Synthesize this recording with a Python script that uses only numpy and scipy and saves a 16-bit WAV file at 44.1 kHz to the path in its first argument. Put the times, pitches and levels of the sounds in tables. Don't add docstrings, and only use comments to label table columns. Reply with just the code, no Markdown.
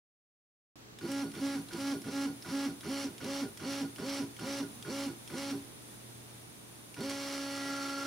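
import sys
import numpy as np
from scipy import signal
from scipy.fft import rfft, irfft, next_fast_len
from scipy.io import wavfile
from scipy.ndimage import uniform_filter1d, map_coordinates

SR = 44100
rng = np.random.default_rng(int(sys.argv[2]) if len(sys.argv) > 2 else 0)


def dump_mix(stems):
    frames = np.atleast_2d(stems).T
    limited = np.clip(frames, -1, 1)
    pcm = np.round(limited * 32767).astype(np.int16)
    wavfile.write(sys.argv[1], SR, pcm)


def amplitude_ratio(level_db):
    exponent = np.asarray(level_db, float) / 20
    return 10 ** exponent


N = 355446
T = np.arange(N) / SR

STEP_HZ = 277.55
RAMP_S = 0.044
SHORT_S = 0.215

# (start [s], step tone level [dB], its sag [dB], upper whine level [dB], rattle level [dB])
MOVES = [(1.008, -35, -1.5, 0, -47.5), (1.336, -35.5, -1, 0.5, -46.5), (1.706, -35.5, -1, 0, -46),
         (2.038, -33.5, 1, 2.5, -46), (2.443, -34, -1, 1, -44.5), (2.829, -35, -7.5, -2, -45),
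         (3.201, -35, -6, -8, -45), (3.594, -34.5, -5.5, -3, -45), (3.98, -33.5, -9, -4, -44),
         (4.386, -34, -9, -4, -45), (4.845, -35, -8, -7, -45), (5.296, -37, -7, -6, -45.5),
         (6.962, -33.5, -8, -3, -45.5)]


def level(x, db):
    return x * amplitude_ratio(db) / np.sqrt(np.mean(x ** 2))


def curve(rows, column=1):
    rows = np.array(rows)
    return np.interp(T, rows[:, 0], rows[:, column])


def walk(rate):
    k = int(SR / rate)
    held = np.repeat(rng.standard_normal(N // k + 1), k)
    return 1.299 * uniform_filter1d(uniform_filter1d(held, k), k)[:N]


def ring(x, hz, t60):
    pole = np.exp((2j * np.pi * hz - np.log(1000) / t60) / SR)
    return signal.lfilter([1], [1, -pole], x).imag


def lag(x, tau_s):
    share = 1 / (tau_s * SR)
    return signal.lfilter([share], [1, share - 1], x)


def colour(x, points, peaks=()):
    size = next_fast_len(N)
    f = np.fft.rfftfreq(size, 1 / SR) + 1
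    points = np.array(points)
    db = np.interp(np.log(f), np.log(points[:, 0]), points[:, 1])
    for hz, width, peak_db in peaks:
        db = db + peak_db / (1 + (2 * (f - hz) / width) ** 2)
    return irfft(rfft(x, size) * amplitude_ratio(db), size)[:N]


def spread(x, pan_db, wet_db, split_hz, t60):
    t = np.arange(SR // 5) / SR
    echo = rng.standard_normal((2, len(t))) * np.exp(-np.log(1000) * t / t60)
    echo = echo / np.sqrt(np.sum(echo[0] ** 2))
    echo = signal.lfilter(*signal.butter(2, split_hz, "high", fs=SR), echo)
    wet = signal.fftconvolve(x[None], echo, axes=1)[:, :N]
    return (x + amplitude_ratio(wet_db) * wet) * amplitude_ratio(np.array([[pan_db], [-pan_db]]) / 2)


def ramp_times():
    brake_lag_s = -0.003
    times = []
    for row in MOVES:
        times += [row[0], row[0] + SHORT_S + brake_lag_s]
    return times[:-1]


def move_now():
    rows = np.array(MOVES)
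    latest = np.maximum(np.searchsorted(rows[:, 0], T) - 1, 0)
    rows = rows[latest].T
    return rows, np.maximum(T - rows[0], 0)


def motion():
    entry_share = 0.28
    belt_lag_s = 0.016
    command = np.zeros(N)
    for k, s in enumerate(ramp_times()):
        done = np.clip((T - s) / RAMP_S, 0, 1)
        jump = done >= 1 if k % 2 else done > 0
        command += (-1) ** k * ((1 - entry_share) * done + entry_share * jump)
    command = np.clip(command, 0, 1)
    speed = lag(command, belt_lag_s)
    pulses = np.cumsum(command * STEP_HZ) / SR
    steps = np.cumsum(speed * STEP_HZ * (1 + 0.0004 * walk(30))) / SR
    return command, pulses, speed, steps


def whine(speed, steps):
    # (multiple, level [dB], extra while settling [dB], climb [dB/s], share of the sag)
    main_lines = [(2, -50.5, 5, -4, -.5), (3, -52, -1.5, 5, .35), (4, -59.5, -3, 14, 0.054),
                  (5, -51.5, -3, 24, 0.52), (6, -55.5, -5, 9, .3), (7, -63, -2, -1, -0.018),
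                  (8, -73, -5, 0, -0.061)]
    # (multiple, level [dB])
    weak_lines = [(9, -63), (10, -64), (11, -63), (12, -63), (13, -65), (14, -63), (15, -62), (17, -63),
                  (18, -66), (19, -66), (20, -65), (21, -65), (22, -68), (32, -78)]
    # (multiple, level [dB])
    quarter_lines = [(1.25, -60.5), (2.25, -62), (3.25, -67), (4.25, -72), (4.75, -59), (5.75, -78),
                     (10.25, -60.5), (18.25, -69)]

    def tone(k, db):
        return np.sqrt(2) * amplitude_ratio(db) * np.sin(2 * np.pi * (k * steps + rng.random()))

    (_, step_db, sag_db, upper_db, _), age = move_now()
    lock_s = 0.094 + 0.004 * sag_db
    lock_db = -13 * np.clip((lock_s - age) / 0.03, 0, 1)
    early = np.exp(-np.maximum(age - lock_s, 0) / 0.06)
    step_db = step_db + sag_db * (1 - early) + lock_db + 1.7 * walk(20)
    step = -np.sqrt(2) * amplitude_ratio(step_db) * np.cos(2 * np.pi * steps)

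    climb_from_s, climb_to_s = 0.37, 0.79
    travel = np.clip(age, climb_from_s, climb_to_s) - climb_from_s
    span_hz = 2400 - 680 * age
    out = 0
    for k, db, early_db, climb, share in main_lines:
        k = round(k)
        db = db + early_db * early + climb * travel + share * sag_db + lock_db
        db = db + (k in (4, 6, 7, 8)) * upper_db
        span_db = (k > 6) * 15 / (1 + (2 * (k * STEP_HZ - span_hz) / 200) ** 2)
        out = out + tone(k, db + span_db + 1.06 * walk(12))

    build_db = 0.6 * (rattle_db() + 40.0)
    out += sum(tone(k, db + build_db + 1.8 * walk(5)) for k, db in weak_lines)
    quarters = sum(tone(k, db + 3.1 * walk(5.6)) for k, db in quarter_lines)
    out += lag(speed, 0.31) * quarters

    side_line_hz, side_line_start_s = 1362, 7.12
    side_line_db = -65 + 20.5 * (T - side_line_start_s)
    side_line = np.sqrt(2) * amplitude_ratio(side_line_db) * np.sin(2 * np.pi * side_line_hz * T) * (T > side_line_start_s)
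    out = out * uniform_filter1d(speed ** 14, 300)
    return out + step * uniform_filter1d(speed ** 4, 300) + side_line


def microsteps(command, pulses):
    sag_db = move_now()[0][2]
    db = -64.5 - 0.8 * sag_db + 1.8 * walk(14)
    return np.sqrt(2) * amplitude_ratio(db) * np.sin(2 * np.pi * 16 * pulses) * command ** 7


def ramp_levels():
    # (near 170 Hz [dB], 279 Hz [dB], 342 Hz [dB], 402 Hz [dB], 1445 Hz [dB])
    start_peaks, start_scatter = (-38.5, -34.5, -46, -44.5, -49), (1.6, 0, 0, 0, 0.9)
    brake_peaks, brake_scatter = (-42.5, -22.5, -52, -47, -50.5), (2, .5, 1.5, 0, 1)
    # (start 279 Hz [dB], start 342 Hz [dB], start 402 Hz [dB], brake 402 Hz [dB])
    stances = [(2.5, 9, 0, 3.5), (-13, 1, 0, -8), (-12, 5.5, -17, 5), (6.5, -10, 2, -6),
               (-17, -2.5, -7, -2), (-7, 1.5, -3, -4), (3, -4, 4, 3.5), (-2, 0, -0.5, 0), (5, -7, 7, 2),
               (5.5, -1, -3.5, 4), (-16, 3.5, 4, -7), (2.5, 5, -3, 3.5), (3.5, -3.5, 6, 0)]
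    chance = rng.standard_normal((2 * len(MOVES), 5)).clip(-2, 2)
    rule = np.array([[start_peaks, start_scatter], [brake_peaks, brake_scatter]] * len(MOVES))
    stance = []
    for a, b, c, d in stances:
        stance += [(0, a, b, c, 0), (0, 0, 0, d, 0)]
    return rule[:, 0] + rule[:, 1] * chance + stance


def frame(command, pulses, speed, steps):
    # (frequency [Hz], t60 [s], ramp level column [1-5], level against that column [dB])
    modes = [(171, 0.2, 1, -4.5), (219.6, 0.67, 1, -10), (278.8, 0.26, 2, -6.5), (340.8, 0.18, 3, 6),
             (397.3, 0.16, 4, 3.5), (483, 0.055, 4, -14), (590, 0.065, 4, -7), (775, 0.18, 5, -0.5),
             (974, 0.11, 5, 0), (1432, 0.11, 5, 2.5), (1445, 0.05, 5, -19), (4435, 0.13, 5, -6.5)]
    out, size = np.zeros(N + SR), SR // 3
    t = np.arange(size) / SR
    multiples = np.array([[1], [2], [3], [4], [6], [7]])
    weights = [1.0, 0.76, 0.85, 1.0, 0.55, 0.91]
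    for s, row in zip(ramp_times(), ramp_levels()):
        now = slice(int(s * SR), int(s * SR) + size)
        phase = rng.random((6, 1))
        phase[0] = 0
        glide = np.sin(2 * np.pi * (multiples * steps[now] + phase))
        force = speed[now] ** 1.28 * np.dot(weights, glide)
        force += 1.5 * np.sin(2 * np.pi * 16 * pulses[now]) * (command[now] > 0)
        force += 12 * np.diff(rng.standard_normal(size), prepend=0)
        force *= np.clip(t / 0.0041, 0, 1) * np.clip((RAMP_S + 0.025 - t) / 0.017, 0, 1)
        for hz, t60, column, db in modes:
            y = ring(force, hz, t60)
            out[now] += y * amplitude_ratio(row[int(round(column)) - 1] + db) / np.abs(y).max()
    return signal.sosfilt(signal.butter(3, 85, "high", fs=SR, output="sos"), out[:N])


def shake(command):
    bench = [(40, -29), (90, 6.0), (300, 11.0), (600, -5.0), (1200, -17), (2000, -43)]  # (Hz, dB)
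    changing = (command > 0) & (command < 1)
    jolt = lag(lag(changing, 0.0047), 0.054)
    return jolt * level(colour(rng.standard_normal(N), bench), -43.5)


def rattle_db():
    rows, age = move_now()
    rise = -6.5 * np.clip(1 - age / 0.12, 0, 1)
    fall = np.maximum(-280 * np.maximum(age - SHORT_S, 0), -18)
    return rows[4] + rise + fall * (T < MOVES[-1][0])


def rattle(speed, steps):
    # (frequency [Hz], level per Hz [dB])
    contact = [(80, -45), (150, -27), (700, -25), (1000, -28), (1550, -27), (2000, -22), (3500, -24),
               (4500, -26), (6000, -25), (6400, -30), (6800, -32), (10500, -35), (11500, -39), (15800, -44)]
    # (frequency [Hz], width [Hz], level [dB])
    rods = [(395.7, 11, 16.5), (1220, 460, 7.5), (2670, 130, 0.5), (5030, 110, 5), (5730, 480, 5.5),
            (7340, 480, 7), (9800, 500, 8.5)]
    pulse = 0.57 + np.exp(-(steps % 1) / 0.12)
    struck = rng.random(N) < 900 / SR
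    strength = amplitude_ratio(2.5 * np.minimum(rng.exponential(size=N), 3))
    impacts = struck * strength * rng.uniform(-1, 1, N)
    x = level(pulse * rng.standard_normal(N), 0) + level(impacts, -5.5)
    x = colour(x, contact, rods)
    dull = signal.lfilter(*signal.butter(1, 4000, fs=SR), x)
    x = dull + (x - dull) * np.clip(1.46 * lag(speed, 0.038), 0, 1)
    moving = np.maximum(speed > 0.05, lag(speed > 0.05, 0.02))
    return level(x, 0.22) * amplitude_ratio(rattle_db() + 0.91 * walk(40)) * moving


def clicks():
    # (time [s], peak level [dB], pitch [Hz])
    snaps = [(0.987, -41.5, 3900), (1.117, -37, 4000), (1.3165, -43, 3200), (1.3531, -43, 4250),
             (1.686, -44, 4230), (1.7328, -38, 6300), (2.0176, -42.5, 3250), (2.4229, -41, 5960),
             (2.8083, -41.5, 3920), (3.1807, -40, 3700), (3.2433, -39.5, 4170), (3.5736, -41.5, 3600),
             (3.96, -39.5, 3260), (4.3658, -42.5, 3300), (4.395, -42.5, 3430), (4.825, -38.5, 3700),
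             (5.2765, -40, 3730), (6.943, -39.5, 2820), (7.006, -38, 4470), (7.096, -36.5, 4440)]
    out, t = np.zeros(N), np.arange(1300) / SR
    for s, db, hz in snaps:
        chatter = rng.standard_normal(len(t)) * np.exp(-t / 0.004)
        shell = ring(chatter, hz, 0.0067)
        shell += 0.92 * ring(chatter, 5700, 0.0022)
        shell += 0.43 * ring(chatter, 10200, 0.0027)
        shell += 0.28 * ring(chatter, 1530, 0.0019)
        band = signal.butter(2, [1800, 9500], "band", fs=SR)
        y = signal.lfilter(*band, shell + 12 * chatter)
        a = int(s * SR)
        out[a:a + len(t)] += y * amplitude_ratio(db + 4) / np.abs(y).max()
    return out


def driver():
    # (frequency [Hz], width [Hz], level [dB])
    chopper = [(2380, 56, -77), (3580, 280, -69), (6110, 62, -74), (7800, 1900, -68), (8930, 380, -71.5),
               (9510, 140, -63), (10170, 220, -68), (10870, 280, -74.5), (12300, 1200, -72.5),
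               (13800, 410, -70), (14800, 350, -78)]
    # (time [s], pitch ratio [1])
    warming = [(1.0, 1.02), (3.5, 1.012), (6.5, 1.0), (8.06, 1.0)]
    power_s = 1.004
    bands = 0
    for hz, width, db in chopper:
        bands = bands + level(ring(rng.standard_normal(N + SR), hz, 2.3 / width), db - 3.5)
    clock = np.cumsum(curve(warming))
    sung = map_coordinates(bands, [clock], order=2)
    return sung * amplitude_ratio(0.79 * walk(17)) * (T > power_s)


def room():
    # (frequency [Hz], level per Hz [dB])
    air = [(15, -35), (40, -16.5), (60, -13), (85, -9.5), (130, -8.5), (200, -6), (330, -10.5),
           (480, -13.5), (900, -17), (1600, -21), (3500, -23), (6500, -26), (10000, -31.5), (15600, -35)]
    # (frequency [Hz], level [dB])
    hum_lines = [(119.9, -59.5), (216, -71), (240, -67.5), (300, -66.5), (343, -68), (420, -70),
                 (15734, -84)]
    room_level_db = -55
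    mid = level(colour(rng.standard_normal(N), air), room_level_db - 3.5) * amplitude_ratio(0.31 * walk(7.2))
    side = level(colour(rng.standard_normal(N), air, [(150, 320, -6.0)]), room_level_db - 2.5)
    hum = 0
    for hz, db in hum_lines:
        swell = amplitude_ratio(db - 3.5 + 2.0 * walk(7.1))
        hum = hum + np.sqrt(2) * swell * np.sin(2 * np.pi * (hz * T + rng.random()))
    return (mid + hum + side * np.array([[1], [-1]])) * amplitude_ratio(np.array([[-0.5], [0.5]]))


def scene():
    # (time [s], gain [dB])
    background_gain = [(.75, 0.5), (1.5, 2.5), (3, 2.5), (5.5, 3.5), (8.06, 0)]
    command, pulses, speed, steps = motion()
    motor = whine(speed, steps) + microsteps(command, pulses)
    motor = motor + frame(command, pulses, speed, steps) + shake(command)
    printer = spread(motor, pan_db=-1.75, wet_db=-6.5, split_hz=900, t60=0.24)
    loose = rattle(speed, steps) + clicks()
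    parts = spread(loose, pan_db=-1.0, wet_db=-5.0, split_hz=1350, t60=0.094)
    hiss = spread(driver(), pan_db=-0.5, wet_db=-1.5, split_hz=2000, t60=0.14)
    return printer + parts + (hiss + room()) * amplitude_ratio(curve(background_gain))


def band_limit(x):
    return signal.sosfilt(signal.butter(12, 16270, fs=SR, output="sos"), x)


def record(dry):
    start_s, top_hz = 0.7565, 15780
    low_pass = signal.ellip(10, 0.3, 70, top_hz, fs=SR, output="sos")
    mix = signal.sosfilt(low_pass, dry * (T > start_s))
    return band_limit(mix)


dry = scene()
out = record(dry)
dump_mix(out)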